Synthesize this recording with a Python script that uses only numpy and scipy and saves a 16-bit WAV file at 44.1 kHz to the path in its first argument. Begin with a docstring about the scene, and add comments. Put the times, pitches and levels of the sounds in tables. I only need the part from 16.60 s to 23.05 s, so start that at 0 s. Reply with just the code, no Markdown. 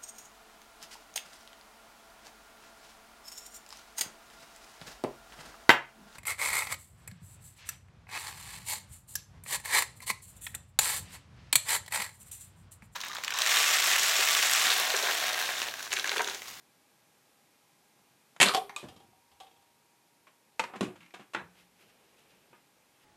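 """A spring toy blaster fires close by in a small room: catch, plunger slam and shell rattle, as filtered noise.
Its foam darts tick off paper cups, which crack, ring as damped modes and fall onto a padded chair.
A cup rocks against its neighbour; the blaster knocks and creaks on a wooden desk; sleeves rustle faintly.
Noise tails give the room; a soft hiss and a faint wavering whine lie under it all."""
import sys
import numpy as np
from scipy import signal
from scipy.fft import rfft, irfft, next_fast_len
from scipy.io import wavfile
from scipy.ndimage import map_coordinates

SR = 44100
rng = np.random.default_rng(int(sys.argv[2]) if len(sys.argv) > 2 else 0)


def to_wav(s):
    """Save 16-bit WAV."""
    ch = np.atleast_2d(s).T  # columns
    pcm = np.round(np.clip(ch, -1, 1) * 32767)  # PCM
    wavfile.write(sys.argv[1], SR, pcm.astype(np.int16))


N = 284291

# Trigger, catch, plunger slam, shell rattle: (time [s], level [dB], rattle t60 [s], treble tilt [dB/octave])
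SHOT_EVENTS = [(1.764, -52, 0.027, -3), (1.8012, -19, 0.069, -1), (1.8117, -14.5, 0.11, 0.9),
               (1.8173, -19.5, 0.068, 3), (1.8294, -17, 0.027, -0.2), (1.8344, -22, 0.14, 1.5),
               (1.859, -27.5, 0.17, -5), (1.881, -29, 0.08, -2)]
# Darts glancing off cups and wall, then one dropping to the floor: (time [s], level [dB], resonance [Hz])
DART_TICKS = [(1.8597, -31, 4000), (1.8657, -29.5, 4100), (1.874, -31, 1180), (1.886, -29, 4200),
              (1.893, -28.5, 1180), (1.915, -35.5, 1170), (2.0947, -47, 2110), (2.0963, -44, 900)]
# Cups knocked: (time [s], wall level [dB], bottom level [dB], bottom pitch [Hz])
CUP_KNOCKS = [(1.938, -34.5, -36, 767), (1.9472, -24.5, -29.5, 763), (1.9655, -33.5, -34.5, 735),
              (1.973, -37, -25, 744), (2.015, -59, -38, 750), (2.2855, -51.5, -54, 780),
              (2.3636, -59.5, -69, 770), (2.402, -64, -58.5, 787), (2.530, -80, -64, 760),
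              (2.716, -66, -67, 790), (2.802, -52.5, -59.5, 802), (2.807, -58.5, -50.5, 779)]
# A cup lands on its hard rim: (time [s], level [dB])
RIM_LANDINGS = [(2.1628, -34.5)]
# Cups land on the padded seat: (time [s], level [dB])
SEAT_LANDINGS = [(2.229, -46.5), (2.240, -42.5), (2.259, -57)]
# Blaster knocks on the desk:
# (time [s], clack level [dB], clack tilt [dB/octave], shell pitch [Hz], thud level [dB], hop [s])
DESK_KNOCKS = [(3.669, -59, 1, 1081, -83, 0.0065), (3.9949, -28.5, 2.3, 889, -46.5, 0.0045),
               (4.038, -40.5, 1, 957, -48.5, 0.002), (4.097, -54, -8, 740, -75, 0.015),
               (4.136, -44, -5.5, 753, -70, 0.013), (4.157, -48.5, 2.5, 802, -46, 0.0047),
               (4.2087, -35.5, 4, 1076, -26, 0.02), (4.283, -54.5, -7, 690, -46.5, 0.017),
               (4.357, -58, 1, 892, -74, 0.004), (4.539, -46.5, 2.5, 723, -57, 0.006),
               (4.595, -53, 0.5, 744, -52, 0.014), (4.7353, -46, 4, 1050, -69, 0.0043),
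               (4.7473, -32.5, -3, 1430, -62, 0.003), (4.761, -39.5, -4.5, 1522, -46.5, 0.015),
               (4.795, -47.5, -8.5, 1650, -56, 0.012), (5.929, -57.5, -3.5, 905, -67, 0.017)]
# Blaster slides on the desk: (time [s], reference level [dB], t60 [s], hum level [dB])
DESK_SCRAPES = [(4.409, -57, 0.3, -61)]
# Dull thumps of chair, desk and floor: (time [s], level [dB], boom reference [Hz])
FURNITURE_THUMPS = [(1.955, -33.5, 406), (2.475, -70.5, 74.9), (2.70, -70, 49.95), (2.801, -74, 44),
                    (4.211, -44.5, 91), (4.804, -47.5, 90.9), (5.231, -66, 126), (5.73, -70, 118.2),
                    (5.901, -62, 129)]
# Sleeve movement: (time [s], level [dB])
SLEEVE_MOTION = [(4.85, -84), (5.0, -73.5), (5.14, -79.5), (5.22, -69), (5.6, -71), (5.71, -69), (5.9, -72),
                 (6.07, -78.5), (6.2, -74.5), (6.45, -75.5)]
# Quick slides of cloth: (middle [s], level [dB], 1/e time on each side [s])
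SLEEVE_STROKES = [(4.998, -59.5, 0.032), (5.215, -62, 0.03), (5.295, -66.5, 0.015), (5.595, -63, 0.02),
                  (5.71, -64.5, 0.017), (6.44, -66.5, 0.065)]
# Hiss: (time [s], level [dB])
HISS_LEVEL = [(0, -66.3), (1.7, -66.4), (2.5, -67.3), (3.5, -67.7), (6.45, -67.7)]
# Whine before its slow level change: (mean frequency [Hz], level [dB])
WHINE_TONES = [(813, -83), (1624, -86.5), (2433, -94.5)]

# Relative spectra of blaster, paper, plastic, cushion, cloth, swish and hiss: (frequency [Hz], level [dB])
BLASTER_SPECTRUM = [(40, -40.5), (85, -33.5), (130, -11), (200, -3.5), (300, -8.5), (600, -2.5), (1300, -2),
                    (2150, 3), (3300, 1), (4300, -8), (5800, -12.5), (7500, -6.5), (11000, -17),
                    (14000, -27.5)]
PAPER_SPECTRUM = [(100, -20), (450, 0), (1000, 1), (1800, -7.5), (2500, -4), (3250, 3), (4100, -4.5),
                  (6000, -10), (9000, -13.5), (14000, -21.5)]
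PLASTIC_SPECTRUM = [(60, -27), (200, -9), (700, -6.5), (1200, 3.5), (1900, -1.5), (2500, 1), (3400, -6.5),
                    (4600, -15), (7500, -19), (10000, -29), (14000, -42)]
CUSHION_SPECTRUM = [(25, -23), (55, -23), (130, 5.5), (300, 5), (600, -2.5), (1000, -5.5), (3000, -23),
                    (12000, -39)]
CLOTH_SPECTRUM = [(50, -10), (120, -8), (260, -1.5), (500, -0.5), (1000, -11), (3000, -18), (12000, -53)]
SWISH_SPECTRUM = [(200, -28.5), (1200, -3), (2200, 1), (2650, 3.5), (3300, -1), (4500, -5.5), (7000, -10.5),
                  (14000, -13)]
HISS_SPECTRUM = [(15, -61.5), (25, -27), (74, -14), (129, -3.5), (318, -3.5), (344, -4.5), (684, -7),
                 (824, -5), (1330, -9.5), (1600, -12), (1730, -11.5), (2440, -9), (2780, -12),
                 (8930, -15.5), (14000, -17)]
# A board radiates its slow motion poorly: (frequency [Hz], gain [dB])
BOARD_RADIATION = [(40, -25), (110, -16), (190, 2), (380, 6.5), (600, 9.5), (1500, 13)]

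# Modes of cup bottom, wall and rim, shell and desk, before stretch: (frequency [Hz], relative level [dB], t60 [s])
BOTTOM_MODES = [(447, -17.5, 0.1), (753, 2.5, 0.051), (1109, -10.5, 0.041)]
WALL_MODES = [(3250, -1.5, 0.058), (3380, -3, 0.05)]
RIM_MODES = [(1070, 2, .03), (1220, 4.5, 0.089), (2495, 13, 0.015), (2560, 16, 0.025), (3740, 6, 0.035),
             (4000, 12, 0.013), (6970, 5.6, 0.026), (7940, 11, 0.012), (8860, 5, 0.021), (10250, -3, 0.012),
             (12400, -5, 0.012)]
SHELL_MODES = [(527, -1.5, 0.042), (919, 4.5, 0.038), (995, 0, 0.048), (1240, -6, 0.079),
               (2213, -7.5, 0.039), (3220, -19, 0.015)]
DESK_MODES = [(129.4, 1.5, 0.15), (204, 1, 0.069), (242.6, 4.5, 0.028), (320, -10.5, 0.12),
              (382, -3, 0.058), (432, -13.5, 0.089), (480, -12.5, 0.035)]
# Room decay: (frequency [Hz], t60 [s])
ROOM_T60 = [(100, 0.23), (300, 0.41), (1000, 0.4), (3000, 0.32), (7000, 0.27), (14000, 0.72)]

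BLOW_SAMPLES = 16384
BLOW_TIME_S = np.arange(BLOW_SAMPLES) / SR
BLOW_HZ = np.fft.rfftfreq(BLOW_SAMPLES, 1 / SR)
TIME_S = np.arange(N) / SR
SLAM_S = SHOT_EVENTS[2][0]
ROCK_HZ = 786  # bottom pitch of the rocking cup


def blaster():
    """The catch lets go, the plunger slams home, the shell rattles; air puffs out and the room booms."""
    wet_db = -9
    puff = boom(db=-28.5, ref_hz=202, t60_s=0.1)
    puff = puff + boom(db=-45.5, ref_hz=134.6, t60_s=0.42)
    puff = puff + boom(db=-56, ref_hz=28, t60_s=0.3)
    hits = [(SLAM_S, puff, wet_db)]
    for s, db, t60_s, tilt_db in SHOT_EVENTS:
        rattle = crack(BLASTER_SPECTRUM, t60_s, tilt_db, snap=0.15)
        hits.append((s, sized(rattle, db), wet_db))
    return hits


def spring():
    """The released spring sings on faintly: one slowly decaying sine."""
    since_s = np.maximum(TIME_S - SLAM_S, 0)
    return amp(-67.5) * fade(since_s, 11.0) * np.sin(2 * np.pi * 942 * since_s)


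def darts():
    """Light foam darts glance off cups and wall, then one drops to the floor: short resonant ticks."""
    wet_db, t60_periods = -2.5, 32
    return [(s, tick(db, hz, t60_periods / hz), wet_db) for s, db, hz in DART_TICKS]


def cups():
    """Paper walls crack and bottoms ring like small drums; one cup lands on its rim, one rocks to rest."""
    hits = []
    rocking = contact_series(first_s=2.832, gap_s=0.036, gap_ratio=1.2, first_db=-63, loss_db=2, count=5)
    rocks = [(s, db, db + 2.5, ROCK_HZ) for s, db in rocking]
    for s, wall_db, bottom_db, hz in CUP_KNOCKS + rocks:
        wall_crack = sized(crack(PAPER_SPECTRUM, 0.052, 0, snap=0.33), wall_db)
        wall_ring = sized(ring(WALL_MODES, hz / ROCK_HZ, attack_s=0.001), wall_db - 9.5)
        bottom = sized(ring(BOTTOM_MODES, hz / BOTTOM_MODES[1][0], attack_s=0.0043), bottom_db)
        # A cup lying by the chair back is heard mostly by way of the walls.
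        wet_db = -1 if s > 2.2 else -9.5
        hits.append((s, wall_crack + wall_ring + bottom, wet_db))
    for s, db in RIM_LANDINGS:
        rim = sized(ring(RIM_MODES, 0.97, attack_s=0.00048), db)
        paper = sized(crack(PAPER_SPECTRUM, 0.34, 0.44, snap=0.39), db - 6.5)
        hits.append((s, rim + paper, -8))
    return hits


def chair():
    """The padded seat takes falls and bounces softly; its frame booms under each."""
    wet_db, hits = -3.5, []
    bounces = contact_series(first_s=2.283, gap_s=0.04, gap_ratio=1.0, first_db=-54.5, loss_db=2.5, count=6)
    for s, db in SEAT_LANDINGS + bounces:
        seat = sized(crack(CUSHION_SPECTRUM, 0.095, 0, snap=0.15), db)
        frame = boom(db - 14.5, ref_hz=49.5, t60_s=0.4)
        hits.append((s, seat + frame, wet_db))
    return hits


def desk():
    """The hollow plastic shell clacks on the desk, hops and lands again, weaker; desk modes add the thud."""
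    wet_db, hits = -7, []
    hop_loss_db, hop_rattle = 4.5, 7.9  # rattle t60 in hop times
    for s, db, tilt_db, hz, thud_db, hop_s in DESK_KNOCKS:
        # A softer knock leaves the shell freer: t60 doubles per 6 dB below -30.5 dB.
        rattle_s = min(0.024 * 2 ** ((-30.5 - db) / 6), 0.17)
        # A blunt contact rings the shell more.
        shell_db = db - 2 - 0.31 * tilt_db
        stretch = hz / SHELL_MODES[1][0]  # pitch depends on which panel lands
        for delay_s, loss_db, t60_s in [(0, 0, rattle_s), (hop_s, hop_loss_db, hop_rattle * hop_s)]:
            clack = sized(crack(PLASTIC_SPECTRUM, t60_s, tilt_db, snap=0.1), db)
            shell = sized(ring(SHELL_MODES, stretch, attack_s=0.00034), shell_db)
            board = ring(DESK_MODES, 0.93, attack_s=0.0004)
            thud = sized(coloured(board, along(BOARD_RADIATION, BLOW_HZ)), thud_db)
            hits.append((s + delay_s, amp(-loss_db) * (clack + shell + thud), wet_db))
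    return hits


def creak():
    """The shell slides a little on the desk, sticking and slipping ever more slowly as the hand relaxes."""
    wet_db, creak_hz = -5, 2270
    slips = contact_series(first_s=4.406, gap_s=0.0235, gap_ratio=1.38, first_db=-60, loss_db=0.3, count=4)
    hits = [(s, tick(db, creak_hz, t60_s=0.024), wet_db) for s, db in slips]
    for s, db, t60_s, hum_db in DESK_SCRAPES:
        scrape = sized(crack(PLASTIC_SPECTRUM, t60_s, tilt_db=1, snap=0.1), db + 1)
        squeak = tick(db - 4, creak_hz, t60_s)
        hum = boom(hum_db, ref_hz=170, t60_s=t60_s)
        hits.append((s, scrape + squeak + hum, wet_db))
    return hits


def thumps():
    """Heavy, soft pushes set furniture and floor booming for a moment."""
    wet_db, t60_periods = -3, 31
    return [(s, boom(db, hz, t60_periods / hz), wet_db) for s, db, hz in FURNITURE_THUMPS]


def sleeves():
    """Cloth slides in small, uneven catches, and swishes on each quick stroke."""
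    motion = amp(curves(SLEEVE_MOTION)[0]) * (TIME_S > SLEEVE_MOTION[0][0])
    strokes = sum(amp(db) * np.exp(-np.abs(TIME_S - s) / side_s) for s, db, side_s in SLEEVE_STROKES)
    catches = map_coordinates(rng.standard_normal(N // 400), [TIME_S * SR / 401], order=1)
    swish_level = np.hypot(amp(-2) * motion, strokes) * amp(1.195 * catches)
    return motion * noise(CLOTH_SPECTRUM) + swish_level * noise(SWISH_SPECTRUM)


def background():
    """Even hiss, plus a faint whine of wavering pitch that sinks by 4 dB and then partly recovers."""
    hiss_db, = curves(HISS_LEVEL)
    drift = map_coordinates(rng.standard_normal(N // 4000 + 2), [TIME_S * SR / 4000])
    clock_s = np.cumsum(1 + 0.0026 * drift) / SR
    whine = sum(np.sqrt(2) * amp(db) * np.sin(2 * np.pi * hz * clock_s) for hz, db in WHINE_TONES)
    whine_db, = curves([(0, 1), (1.2, 1.5), (3.4, -2.5), (5, 0)])  # (time [s], gain [dB])
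    return amp(hiss_db) * noise(HISS_SPECTRUM) + amp(whine_db) * whine


def room(hits):
    """Place (time [s], blow, room level [dB]) hits; each takes the next of eight decaying noise tails."""
    hz, t_s, bins = signal.stft(rng.standard_normal((8, 2 * BLOW_SAMPLES)), SR, nperseg=256)
    decay = fade(t_s, along(ROOM_T60, hz)[:, None])
    tails = signal.istft(bins * decay, SR, nperseg=256)[1][:, :2 * BLOW_SAMPLES]
    tail_s = np.arange(2 * BLOW_SAMPLES) / SR
    tails *= 1 - np.exp(-tail_s / 0.001)  # first reflections come from near by
    tails *= 1 + amp(4.5) * fade(tail_s, 0.48)  # close walls and furniture answer loudest
    answers = rfft(tails)
    out = np.zeros(N + 2 * BLOW_SAMPLES)
    for k, (s, blow, wet_db) in enumerate(hits):
        echo = irfft(rfft(blow, 2 * BLOW_SAMPLES) * answers[k % len(answers)])
        echo_gain = amp(wet_db) * np.sqrt(np.sum(blow ** 2) / np.sum(echo ** 2))
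        start = round(s * SR)
        out[start:start + BLOW_SAMPLES] += blow
        out[start:start + 2 * BLOW_SAMPLES] += echo * echo_gain
    return out[:N]


def contact_series(first_s, gap_s, gap_ratio, first_db, loss_db, count):
    """(time [s], level [dB]) of ever weaker contacts, each gap gap_ratio times the last."""
    k = np.arange(count)
    times_s = first_s + np.r_[0, np.cumsum(gap_s * gap_ratio ** k[:-1])]
    return list(zip(times_s, first_db - loss_db * k))


def tick(db, hz, t60_s):
    """A light, dry contact with one broad resonance."""
    hump = [(hz / 12, -32), (hz / 1.4, -13), (hz, 0), (hz * 1.3, -13), (hz * 3, -25), (hz * 8, -45)]
    return sized(crack(hump, t60_s, 0, snap=0.2), db)


def boom(db, ref_hz, t60_s):
    """A heavy, soft push that sets something large booming, strongest just under an octave above ref_hz."""
    # (offset from ref_hz [octaves], level [dB]); point order matters to the interpolation
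    points = [(-0.5, -42.5), (-1.22, -20), (1.0, 2.0), (0.24, -9), (2.0, -31.5), (2, -68.5)]
    spectrum = [(ref_hz * 2 ** octave, level_db) for octave, level_db in points]
    return sized(crack(spectrum, t60_s, 0, snap=0.5), db)


def crack(spectrum, t60_s, tilt_db, snap):
    """One sharp contact (snap) followed by a dense, dying rattle of the struck body."""
    rattle = rng.standard_normal(BLOW_SAMPLES) * fade(BLOW_TIME_S, t60_s)
    rattle /= np.linalg.norm(rattle)
    rattle[0] = snap
    octaves = np.log2(np.maximum(BLOW_HZ, 500) / 2000)
    return coloured(rattle, along(spectrum, BLOW_HZ) + tilt_db * octaves)


def ring(modes, stretch, attack_s):
    """Damped modes, frequencies times stretch, at slightly new strengths for every blow."""
    hz, db, t60_s = np.transpose(modes)[:, :, None]
    sign = (-1) ** np.arange(len(hz))[:, None]
    strength = sign * amp(db + rng.normal(0, 1, hz.shape))
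    waves = strength * fade(BLOW_TIME_S, t60_s) * np.sin(2 * np.pi * hz * stretch * BLOW_TIME_S)
    return waves.sum(0) * (1 - np.exp(-BLOW_TIME_S / attack_s))


def coloured(x, gain_db):
    """Minimum-phase filter by folded cepstrum, so that nothing sounds before the blow."""
    cepstrum = irfft(np.log(amp(gain_db)))
    half = BLOW_SAMPLES // 2
    fold = np.r_[1, np.full(half - 1, 2), np.zeros(half)]
    return irfft(rfft(x) * np.exp(rfft(cepstrum * fold)))


def noise(spectrum):
    """Steady coloured noise of rms 1."""
    size = next_fast_len(N)
    gain = amp(along(spectrum, np.fft.rfftfreq(size, 1 / SR)))
    x = irfft(rfft(rng.standard_normal(size)) * gain, size)[:N]
    return x / np.std(x)


def sized(x, db):
    """Scale a blow to the energy of 10 ms at rms level db."""
    return x * amp(db) * np.sqrt(SR / 100 / np.sum(x ** 2))


def amp(db):
    """Decibels to gain."""
    return 10 ** (np.asarray(db) / 20)


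def fade(t_s, t60_s):
    """Exponential decay of 60 dB in t60_s, 1 ms at least."""
    return np.exp(-np.log(1000) * t_s / np.maximum(t60_s, 1e-3))


def along(points, hz):
    """(frequency [Hz], value) points read on a log frequency axis."""
    f, v = np.transpose(points)
    return np.interp(np.log(hz + 1), np.log(f + 1), v)


def curves(rows):
    """One value per sample for each column after the time [s]."""
    s, *cols = np.transpose(rows)
    return [np.interp(TIME_S, s, c) for c in cols]


def scene():
    """All sources at one microphone; only the blows get room tails."""
    blows = room(blaster() + darts() + cups() + chair() + desk() + creak() + thumps())
    return (blows + spring() + sleeves() + background())[None]


def record(dry):
    """The small microphone loses the deepest bass; nothing is kept above the band limit."""
    size = next_fast_len(N + BLOW_SAMPLES)
    lean = signal.sosfilt(signal.butter(2, 42, "high", fs=SR, output="sos"), dry)
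    # 200 Hz wide edge at 14 kHz
    edge = np.clip((14000 - np.fft.rfftfreq(size, 1 / SR)) / 200 + 0.5, 0, 1)
    return irfft(rfft(lean, size) * edge, size)[:, :N]


dry = scene()
out = record(dry)
to_wav(out)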